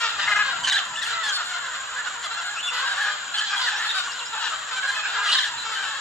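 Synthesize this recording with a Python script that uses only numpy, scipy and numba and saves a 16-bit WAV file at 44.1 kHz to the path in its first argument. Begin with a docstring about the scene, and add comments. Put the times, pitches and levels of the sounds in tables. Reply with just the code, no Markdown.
"""A large flock of macaws squabbles at a clay bank in the forest, over insects and soft forest air.
A bird flaps in to land over the first second: noise puffs. One low voice stutters near 0.3 s, then quick
squawks follow. Calls thin out after 1.5 s, pick up from 2.7 s and crowd together again near 5.3 s.
Squawks are rough pulses ringing in throat and beak; squeals and yelps are wavering tones.
Behind them many random squawks make a chatter that surges in outbursts; bank and trees add echoes."""
import sys
import numpy as np
from scipy import signal
from scipy.fft import rfft, irfft, next_fast_len
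from scipy.io import wavfile
from scipy.ndimage import uniform_filter1d
from numba import njit

SR = 44100
rng = np.random.default_rng(int(sys.argv[2]) if len(sys.argv) > 2 else 0)


def transcribe(signal):
    """Save signal, clipped to [-1, 1], as a 16-bit WAV file at the path in sys.argv[1]."""
    frames = np.atleast_2d(signal).T
    limited = np.clip(frames, -1, 1)
    pcm = np.round(limited * 32767).astype(np.int16)
    wavfile.write(sys.argv[1], SR, pcm)


N = 264732
TIME = np.arange(N) / SR


def from_db(db):
    """Turns decibels into an amplitude factor."""
    return 10 ** (np.asarray(db) / 20)


def rms_one(x):
    """Scales a sound to an average (rms) strength of 1."""
    return x / np.sqrt(np.mean(x ** 2) + 1e-20)


def butter(x, hz, kind, order=2):
    """Keeps the sound below ("low") or above ("high") a frequency."""
    return signal.sosfilt(signal.butter(order, hz, kind, fs=SR, output="sos"), x)


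def coloured(x, spectrum):
    """Tints a sound by a curve of (Hz, dB) points, then sets its rms to 1."""
    hz, db = np.transpose(spectrum)
    size = next_fast_len(N)
    bins = np.maximum(np.fft.rfftfreq(size, 1 / SR), 1)
    gain = from_db(np.interp(np.log(bins), np.log(hz), db))
    return rms_one(irfft(rfft(x, size) * gain, size)[..., :N])


def stereo_noise(likeness):
    """White noise that the two channels partly share: likeness 0 is separate, 1 is identical."""
    mid, side = rng.standard_normal((2, N))
    likeness = np.clip(likeness, -1, 1)
    return np.sqrt(1 + likeness) * mid + np.sqrt(1 - likeness) * side * [[1], [-1]]


def wobble(rate_hz):
    """Random wavering up to about a given rate; rms 1."""
    return rms_one(butter(rng.standard_normal(N), rate_hz, "low"))


def add(out, sound, start, pan_db, lag_ms):
    """Places a sound in stereo: positive pan_db favours the left, which hears it lag_ms later."""
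    first = max(int(start * SR), 0)
    steps = np.arange(len(sound))
    left = np.interp(steps - lag_ms * SR / 1000, steps, sound)
    pair = np.array([left * from_db(pan_db / 2), sound * from_db(-pan_db / 2)])
    out[:, first:first + len(sound)] += pair[:, :max(N - first, 0)]


def swell(size, edge_s):
    """A call's loudness curve, with rounded start and end."""
    t = np.arange(size) / SR
    to_nearest_end = np.minimum(t, t[::-1])
    return np.sin(np.pi / 2 * np.clip(to_nearest_end / edge_s, 0, 1))


# Tint of the forest air. Columns: pitch_hz, relative_level_db [dB]
AIR_COLOUR = [(20, -13), (60, -8.5), (150, -6.5), (400, -9), (1000, 7.5), (4000, -1), (10000, -43),
              (13000, -24), (15500, -28)]


def forest_air(level_db=-41.5):
    """A steady background of tinted noise, almost unrelated on the two sides."""
    return from_db(level_db) * coloured(stereo_noise(likeness=0.017), AIR_COLOUR)


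# Narrow band of the insect chorus. Columns: pitch_hz, relative_level_db [dB]
INSECT_COLOUR = [(5500, -14.5), (6500, -5), (6950, 6), (7300, 8.5), (7600, 3.5), (8000, -14.5), (9500, -29),
                 (11000, -56)]


def insects(level_db=-39, shimmer_db=1.14):
    """A far chorus merges into one thin, high band of noise whose level shimmers."""
    shimmer = from_db(level_db + shimmer_db * wobble(62))
    return shimmer * coloured(stereo_noise(likeness=0.5), INSECT_COLOUR)


# Middle of each wing stroke. Columns: time_s, level_db
WINGBEATS = [(.22, -52.5), (.32, -59), (.42, -56), (0.558, -57), (.67, -53), (.92, -57), (1.1, -59),
             (5.558, -57)]
# Tint of the wing puffs. Columns: pitch_hz, relative_level_db [dB]
WING_COLOUR = [(25, -8), (70, 5), (160, 8.5), (260, 4), (500, -7), (2000, -42)]


def wings(stroke_s=0.076):
    """Each downstroke pushes a soft, low puff of air: noise that swells and fades smoothly."""
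    strokes = sum(from_db(db) * np.exp(-((TIME - middle_s) / stroke_s) ** 2) for middle_s, db in WINGBEATS)
    return strokes * coloured(stereo_noise(likeness=0.93), WING_COLOUR)


def forest(x, t60, dull_hz=5000, first_echo_s=0.016):
    """Scattered echoes from bank and trunks, different on each side, fading 60 dB in t60 seconds."""
    t = TIME[:SR]
    echoes = rng.standard_normal((2, SR)) * (rng.random((2, SR)) < .03)  # few arrivals, at random times
    fade = from_db(-60 * t / t60) * np.clip(t / first_echo_s, 0, 1)
    echoes = butter(echoes * fade, dull_hz, "low")
    return signal.fftconvolve(x, echoes / np.sqrt(np.sum(echoes ** 2) / 2), axes=1)[:, :N]


def unrest():
    """What unsettles a syrinx (a bird's voice organ): jitter, pitch wander, loudness flutter, rough air."""
    return np.array([wobble(444), wobble(34.8), wobble(190), rng.standard_normal(N)])


@njit
def resonance(x, turn, r):
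    """A hollow that rings at a moving pitch: a two-pole band-pass, applied twice (turn: radians/sample)."""
    y, gain = np.zeros(len(x)), (1 - r * r) / 2
    a1 = a2 = b1 = b2 = feedback = 0.
    for i in range(len(x)):
        if i % 8 == 0:  # retune every 8 samples
            feedback = 2 * r * np.cos(turn[i])
        a = gain * x[i] + feedback * a1 - r * r * a2
        b = gain * (a - a2) + feedback * b1 - r * r * b2
        y[i] = b - b2
        a1, a2, b1, b2 = a, a1, b, b1
    return y


# Resonances of the throat, before each call retunes them; the second is the main one.
# Columns: pitch_hz, width_hz, relative_level_db [dB]
THROAT = [(1110, 1090, -8), (1676, 510, 4)]
# Resonances of the beak, before each call retunes them and opens the beak; the first is the main one.
# Columns: pitch_hz, width_hz, relative_level_db [dB]
BEAK = [(2896, 713, -1), (3887, 1025, -7), (5840, 2200, -13.5), (8460, 2660, -22)]


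def squawk(length, first_hz, last_hz, rough, beak_db, beak_hz, throat_hz, chance, arch=.02,
           jitter=0.0812, wander=0.0726, rasp=1.0, flutter_db=4, follow=0.48, mouth_sway=0.024):
    """Uneven syrinx pulses, each with a puff of air, ring in the throat and the open beak."""
    size = int(length * SR)
    shake, sway, flutter, air = chance[:, :size]
    along = np.linspace(0, 1, size)
    rough = np.clip(rough, 0, 1)
    sway = sway - sway.mean()

    # the pitch glides, arches a little, and shakes more in a rough voice
    glide = first_hz + (last_hz - first_hz) * along
    bend = arch * (np.sin(np.pi * along) - .5) + rough * (jitter * shake + wander * sway)
    phase = 2 * np.pi * (np.cumsum(glide * (1 + bend)) / SR % 1) + 1e-9  # never exactly 0: it is divided by

    # equally strong harmonics add up to sharp pulses
    harmonics = int(SR / np.pi / max(first_hz, last_hz))
    pulses = rms_one(np.sin((harmonics + .5) * phase) / np.sin(phase / 2) - 1)
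    puffs = rasp * rough * air * (1 + np.cos(phase))
    source = (pulses + puffs) * from_db(flutter_db * rough * np.tanh(flutter))

    # the resonances slide with the pitch, and waver
    mouth = (glide / glide.mean()) ** follow * (1 + mouth_sway * sway)
    throat_scale, beak_scale = throat_hz / THROAT[1][0], beak_hz / BEAK[0][0]
    voice = 0
    for modes, lift_db, scale in ((THROAT, 0, throat_scale), (BEAK, beak_db, beak_scale)):
        for hz, width_hz, db in modes:
            turn = 2 * np.pi * hz * scale * mouth / SR
            ringing = resonance(source, turn, np.exp(-np.pi * width_hz / SR))
            voice = from_db(db + lift_db) * ringing - voice  # signs alternate
    return rms_one(voice) * swell(size, edge_s=.003 + .24 * length)


def outburst(start, length, rise_s=0.044, fall_db_per_s=76):
    """Birds join in quickly, hold on, and drop out one after another: a loudness curve."""
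    rise = np.clip((TIME - start) / rise_s, 0, 1)
    return rise * from_db(-fall_db_per_s * np.maximum(TIME - start - length, 0))


def scattered_calls(count, spread_db, lag_spread_ms):
    """Many birds squawk at random, each with its own pitch, rasp, throat, distance and bearing."""
    out, chance = np.zeros((2, N)), unrest()
    for k in range(count):
        when, long, high, fall, harsh, beak, throat, far, side, draw = rng.random(10)
        pitch_hz = 390 * 2.7 ** high
        last_hz = pitch_hz * (1.08 - .33 * fall)
        length, rough = .03 + .1 * long ** 2, .17 + .45 * harsh ** 2
        beak_db, beak_hz, throat_hz = 10 * beak - 8, 2300 + 940 * throat, 1430 + 500 * throat
        call = squawk(length, pitch_hz, last_hz, rough, beak_db, beak_hz, throat_hz,
                      chance[:, int(draw * N / 2):])
        start = (k + when) / count * (TIME[-1] + .1) - .1
        bearing = 2 * side - 1
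        add(out, from_db(-9.5 * far) * call, start, spread_db * bearing + 1.4,
            lag_spread_ms * bearing - .035)
    return out


# Tint that distance and foliage give the flock. Columns: pitch_hz, relative_level_db [dB]
FLOCK_COLOUR = [(200, -30), (450, 11), (800, 6.5), (1200, 8.5), (1700, -1), (2250, -7.5), (2900, -1.5),
                (3900, 2.5), (5000, 2), (6500, 0.5), (9500, 1), (12500, 11)]
# Groups in the far flock burst out together; shrillness is treble relative to the outburst's level.
# Columns: start_s, length_s, level_db, shrillness_db
OUTBURSTS = [ (-.05, 0.14, -33.5, 3.5), (0.154, 0.38, -29.5, -3.5), (0.62, 0.17, -35, -25),
             (0.99, 0.13, -40.5, 9), (1.18, 0.34, -38, 1), (1.535, 0.21, -35, -8),
             (1.855, 0.21, -37.5, -26), (2.208, 0.28, -34.5, -3.5), (2.69, 0.4, -32.5, 0),
             (3.46, 0.3, -32, 1.5), (3.81, 0.19, -37.5, 5.5), (4.31, 0.22, -33, -3.5),
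             (4.66, 0.48, -36, -0.5), (5.088, 0.14, -29.5, -6), (5.219, 0.19, -37, 8),
             (5.6, 0.35, -36.5, 1.5)]


def flock(count=400, wet_db=-9, chatter_db=-37, chatter_shrill_db=-2.5, split_hz=2184):
    """Distant squawks and their echoes form a chatter, evened out and then raised by outbursts."""
    calls = scattered_calls(count, spread_db=3, lag_spread_ms=0.11)
    calls = coloured(calls + from_db(wet_db) * forest(calls, t60=0.66), FLOCK_COLOUR)

    # outbursts add their power to the chatter; excited birds open their beaks and can turn shrill
    body, treble = from_db(chatter_db), from_db(chatter_db + chatter_shrill_db)
    for start, length, db, shrill_db in OUTBURSTS:
        surge = from_db(db) * outburst(start, length)
        body = np.hypot(body, surge)
        treble = np.hypot(treble, surge * from_db(shrill_db))

    total = 0
    for kind, gain in (("low", body), ("high", treble)):
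        part = butter(calls, split_hz, kind, order=4)
        power = uniform_filter1d(np.mean(part ** 2, axis=0), size=6000)  # running average
        total = total + gain * part / np.sqrt(power + 1e-9)
    return total


def off_the_clay(call, paths, share=0.44, longest_s=.003):
    """Quick reflections from the bank behind the bird make its partials uneven; its energy stays."""
    out = np.pad(call, (0, int(longest_s * SR) + 1))
    for lag in (paths * longest_s * SR).astype(int):
        out[lag:lag + len(call)] += share * call
    return out * np.sqrt(np.sum(call ** 2) / np.sum(out ** 2))


# Short low yelps with the beak nearly shut. Columns: start_s, pitch_hz, level_db
YELPS = [(.617, 965, -34), (2.821, 1113, -31.5), (4.073, 1110, -33.5)]
# Thin squeals. Columns: start_s, length_s, first_hz, last_hz, level_db
SQUEALS = [ (0.645, 0.034, 3000, 3040, -26.5), (.704, 0.018, 3780, 3820, -22),
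           (0.74, 0.024, 3930, 3890, -23.5), (0.772, 0.013, 3650, 3520, -26),
           (.78, 0.015, 3326, 3144, -26.5), (.956, 0.01, 2780, 2920, -28.5),
           (1.053, 0.016, 2980, 2740, -33), (1.123, 0.024, 4000, 3980, -33.5),
           (1.284, 0.03, 3280, 3240, -29), (1.289, 0.014, 6600, 6120, -30), (2.305, 0.056, 3980, 4260, -40),
           (2.566, 0.05, 2540, 3020, -32), (2.628, 0.062, 3480, 3450, -29.5),
           (2.675, 0.03, 2835, 2730, -27.5), (3.369, 0.02, 3113, 3000, -28.5),
           (3.568, 0.023, 3270, 3250, -28), (3.758, 0.046, 5450, 6400, -39.5),
           (3.89, 0.033, 3750, 3620, -26), (4.093, 0.031, 2850, 2810, -36.5),
           (4.115, 0.023, 4850, 5550, -37.5), (4.19, 0.022, 4000, 2990, -33.5),
           (4.21, .03, 2750, 2780, -37), (4.255, 0.031, 4900, 5700, -40), (4.331, 0.014, 3920, 3380, -33),
           (5.287, 0.029, 2875, 2950, -24), (5.366, 0.025, 3720, 3740, -25),
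           (5.574, 0.059, 4020, 4020, -35.5), (5.749, 0.039, 3045, 3070, -34)]


def tonal_calls(yelp_s=0.026, yelp_fall=0.056):
    """Lists squeals and yelps; each yelp's pitch falls by a set share: start, length, first Hz, last Hz, dB."""
    yelps = [(start, yelp_s, hz * (1 + yelp_fall / 2), hz * (1 - yelp_fall / 2), db)
             for start, hz, db in YELPS]
    return SQUEALS + yelps


def near_squeals(chance, lag_ms, jitter=0.018, wander=0.0061, flutter_db=4, second_db=-17,
                 third_db=-17, slip_rough=4.2):
    """Squeals and yelps: a wavering tone with two weak overtones slips from one pitch to another."""
    out = np.zeros((2, N))
    for start, length, first_hz, last_hz, db in tonal_calls():
        size = int(length * SR)
        shake, sway, flutter, _ = chance[:, int(start * SR):][:, :size]
        slip = (1 - np.cos(np.linspace(0, np.pi, size))) / 2  # holds, slips, and holds again
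        glide = first_hz + (last_hz - first_hz) * slip
        slip_jitter = jitter * (1 + slip_rough * abs(np.log(last_hz / first_hz)))  # wide slips turn rough
        phase = 2 * np.pi * np.cumsum(glide * (1 + slip_jitter * shake + wander * sway)) / SR
        tone = np.sin(phase) + from_db(second_db) * np.sin(2 * phase) + from_db(third_db) * np.sin(3 * phase)
        tone = butter(tone, 10400, "low") * from_db(flutter_db * np.tanh(flutter))
        add(out, from_db(db) * rms_one(tone) * swell(size, edge_s=.003), start, 0, lag_ms)
    return out


def tuned_throat(pitch_hz, rest_hz=1755, tuning=0.4, strong_hz=1600):
    """The throat moves a share of the way from rest to the voice's harmonic nearest strong_hz."""
    harmonic_hz = pitch_hz * max(round(strong_hz / pitch_hz), 1)
    return rest_hz + tuning * (harmonic_hz - rest_hz)


# One bird stutters on a single low note.
# Columns: start_s, length_s, level_db, beak_opening_db, beak_resonance_hz, throat_resonance_hz
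STUTTER = [(0.273, 0.022, -19.5, -19, 2780, 1830), (0.315, 0.022, -19, -9, 2730, 1850),
           (0.357, 0.0223, -19.5, -10, 2650, 1760), (0.387, 0.039, -18.5, -6, 2480, 1760)]
# Near squawks; the fall is the share by which the pitch drops. Columns: start_s, length_s, pitch_hz,
# pitch_fall [share], level_db, roughness [0-1], beak_opening_db, beak_resonance_hz
SQUAWKS = [ (0.0, 0.079, 458.3, 0.045, -25.5, 0.03, 2, 2550),
           (0.188, 0.074, 937, 0.063, -26, 0.71, 5, 2740), (0.634, 0.027, 1567, -0.047, -26, 0.47, 9, 2980),
           (0.668, 0.035, 817, 0.072, -21.5, 0.92, 5.5, 3020),
           (0.721, 0.016, 1740, 0.21, -19, 0.56, 6.5, 3130),
           (0.734, 0.037, 786, 0.022, -22, 0.35, -2, 3000),
           (0.766, 0.0069, 1723, 0.15, -20, 0.56, 4.5, 2930),
           (0.773, 0.0315, 798, 0.059, -24.5, 0.85, 0.5, 2970),
           (0.967, 0.039, 1767, 0.036, -28.5, 0.24, 8.5, 3050),
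           (1.016, 0.026, 1780, 0.21, -28, 0.25, 6, 3100),
           (1.076, 0.055, 775, 0.053, -32.5, 0.42, -9, 2940),
           (1.118, 0.12, 661, 0.058, -29.5, 0.05, -23, 2900),
           (1.226, 0.084, 845.3, 0.12, -26.5, 0.17, 3, 3500),
           (1.316, 0.018, 772, 0.082, -27, 0.13, -11, 3200),
           (1.323, 0.055, 722, 0.05, -27.5, 0.01, 21, 3400),
           (1.372, 0.047, 664, 0.29, -30, 0.05, -26, 2800),
           (1.462, 0.15, 721, 0.036, -34.5, 0.17, -7, 2850),
           (1.954, 0.066, 839, -0.16, -29.5, 0.35, -25, 2900),
           (2.042, 0.043, 772, 0.29, -30, 0.52, -5, 2980), (2.713, 0.11, 493, 0.029, -30, 0.16, -6.5, 2940),
           (2.838, 0.11, 783, 0.058, -26, 0.39, -8.5, 3500),
           (2.95, 0.17, 812.5, -0.05, -26.5, 0.53, -10, 2780),
           (3.338, 0.034, 840, -0.035, -25.5, 0.55, 3.5, 2960),
           (3.376, 0.029, 1495, 0.057, -24, 0.66, 8, 3120), (3.406, 0.023, 839, 0.19, -24.5, 0.57, 0, 2950),
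           (3.429, 0.031, 822, 0.068, -27.5, 0.48, 0, 3060),
           (3.454, 0.051, 336, 0.076, -31, 0.17, 17, 3200),
           (3.519, 0.057, 799, -0.043, -29.5, 0.42, -21, 2900),
           (3.613, 0.06, 490, 0.03, -27, 0.22, 2.5, 3230), (3.664, 0.04, 860, 0.18, -25, 0.54, -1, 3000),
           (3.796, 0.07, 352, 0.0059, -27, 0.49, -9.5, 2780),
           (3.903, 0.012, 935, 0.012, -27.5, .91, 0, 2850), (3.938, 0.082, 744, 0.1, -27, 0.17, 6, 3440),
           (4.401, 0.1, 822, 0.084, -30, 0.62, 8, 2930), (4.757, 0.047, 770, 0.0095, -28, 0.09, -4.5, 2900),
           (4.827, 0.043, 533.5, 0.1, -25.5, 0.21, -4, 2930),
           (4.874, 0.036, 809, .005, -24, 0.1, -5.5, 3100),
           (4.943, 0.084, 852, 0.0094, -29.5, 0.25, -2, 2600),
           (5.027, .058, 831, 0.073, -26.5, 0.64, -5.5, 2600),
           (5.132, 0.2, 409.6, 0.029, -27.5, 0.33, -8, 2730),
           (5.275, 0.031, 659, -0.0003, -26.5, 0.85, 4, 3100),
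           (5.315, 0.0284, 909, -0.03, -18.5, 0.74, 8.5, 3080),
           (5.343, 0.023, 831, 0.1, -20.5, 0.7, 4.5, 3050),
           (5.385, 0.0113, 1764, 0.355, -18.5, 0.57, 8, 3130),
           (5.396, 0.03, 770, 0.0019, -26, 0.3, 11, 3000), (5.43, 0.015, 1797, 0.29, -23.5, 0.6, 6, 3070),
           (5.448, 0.028, 849, 0.1, -29, 0.62, 3, 2980), (5.749, 0.12, 783, 0.021, -29.5, 0.36, -2.5, 2980)]


def near_calls(stutter_hz=410.3, stutter_fall=0.047, stutter_rough=0.29):
    """Lists squawks and stuttered syllables: the squawk columns, then the throat resonance in Hz."""
    calls = [(start, length, pitch_hz, *rest, tuned_throat(pitch_hz))
             for start, length, pitch_hz, *rest in SQUAWKS]
    stutter = [(start, length, stutter_hz, stutter_fall, db, stutter_rough, *mouth)
               for start, length, db, *mouth in STUTTER]
    return calls + stutter


# Where the loudest birds sit. 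Columns: time_s, left_minus_right_db
BEARING = [(0, 2.5), (.42, 3.5), (.62, -1.5), (.8, -1), (1.0, 3.5), (1.5, 1.5), (2.0, -6), (2.8, 0),
           (3.6, 0.5), (4.4, 5.5), (4.8, -1.5), (5.8, 3.5)]


def near_squawks(chance, lag_ms, overhang_s=.007, lag_spread_ms=0.089):
    """Rough voices on the bank, each coloured by quick reflections off the clay."""
    out = np.zeros((2, N))
    for start, length, pitch_hz, fall, db, rough, beak_db, beak_hz, throat_hz in near_calls():
        draw, seat, *paths = rng.random(4)
        first_hz, last_hz = pitch_hz * (1 + fall / 2), pitch_hz * (1 - fall / 2)
        # a little longer than listed, to make room for the rounded ends
        call = squawk(length + overhang_s, first_hz, last_hz, rough, beak_db, beak_hz, throat_hz,
                      chance[:, int(draw * N / 2):])
        call = from_db(db) * off_the_clay(call, np.array(paths))
        pan_db = np.interp(start, *np.transpose(BEARING))
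        add(out, call, start - overhang_s / 2, pan_db, lag_ms + lag_spread_ms * (2 * seat - 1))
    return out


def near_birds(lag_ms=-0.021):
    """The birds on the bank squawk, or squeal and yelp, all drawing on the same random unrest."""
    chance = unrest()
    return near_squawks(chance, lag_ms) + near_squeals(chance, lag_ms)


def scene():
    """Near calls and their echoes over the flock, the wings, the insects and the forest air."""
    background = forest_air() + insects() + wings() + flock()
    near = butter(near_birds(), 9650, "low", order=4)  # air absorbs the highest treble
    return background + near + from_db(-12.0) * forest(near, t60=0.31)


# How wide each band sounds. Columns: pitch_hz, side_gain_db
STEREO_WIDTH = [(200, 2.5), (700, 0.5), (1750, -3.5), (2800, 0), (4200, 3.5), (6400, -8), (9800, -7.5),
                (13000, 1.5)]


def record(dry, cutoff_hz=15600):
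    """Some bands sound wider than others, and the treble above about 6 kHz sits narrower; the top is cut
    steeply."""
    mid, side = (dry[0] + dry[1]) / 2, (dry[0] - dry[1]) / 2
    hz, db = np.transpose(STEREO_WIDTH)
    size = next_fast_len(N)
    width = from_db(np.interp(np.fft.rfftfreq(size, 1 / SR), hz, db))
    side = irfft(rfft(side, size) * width, size)[:N]
    steep_cut = signal.ellip(10, .1, 90, cutoff_hz, fs=SR, output="sos")
    return signal.sosfilt(steep_cut, [mid + side, mid - side])


dry = scene()
out = record(dry)
transcribe(out)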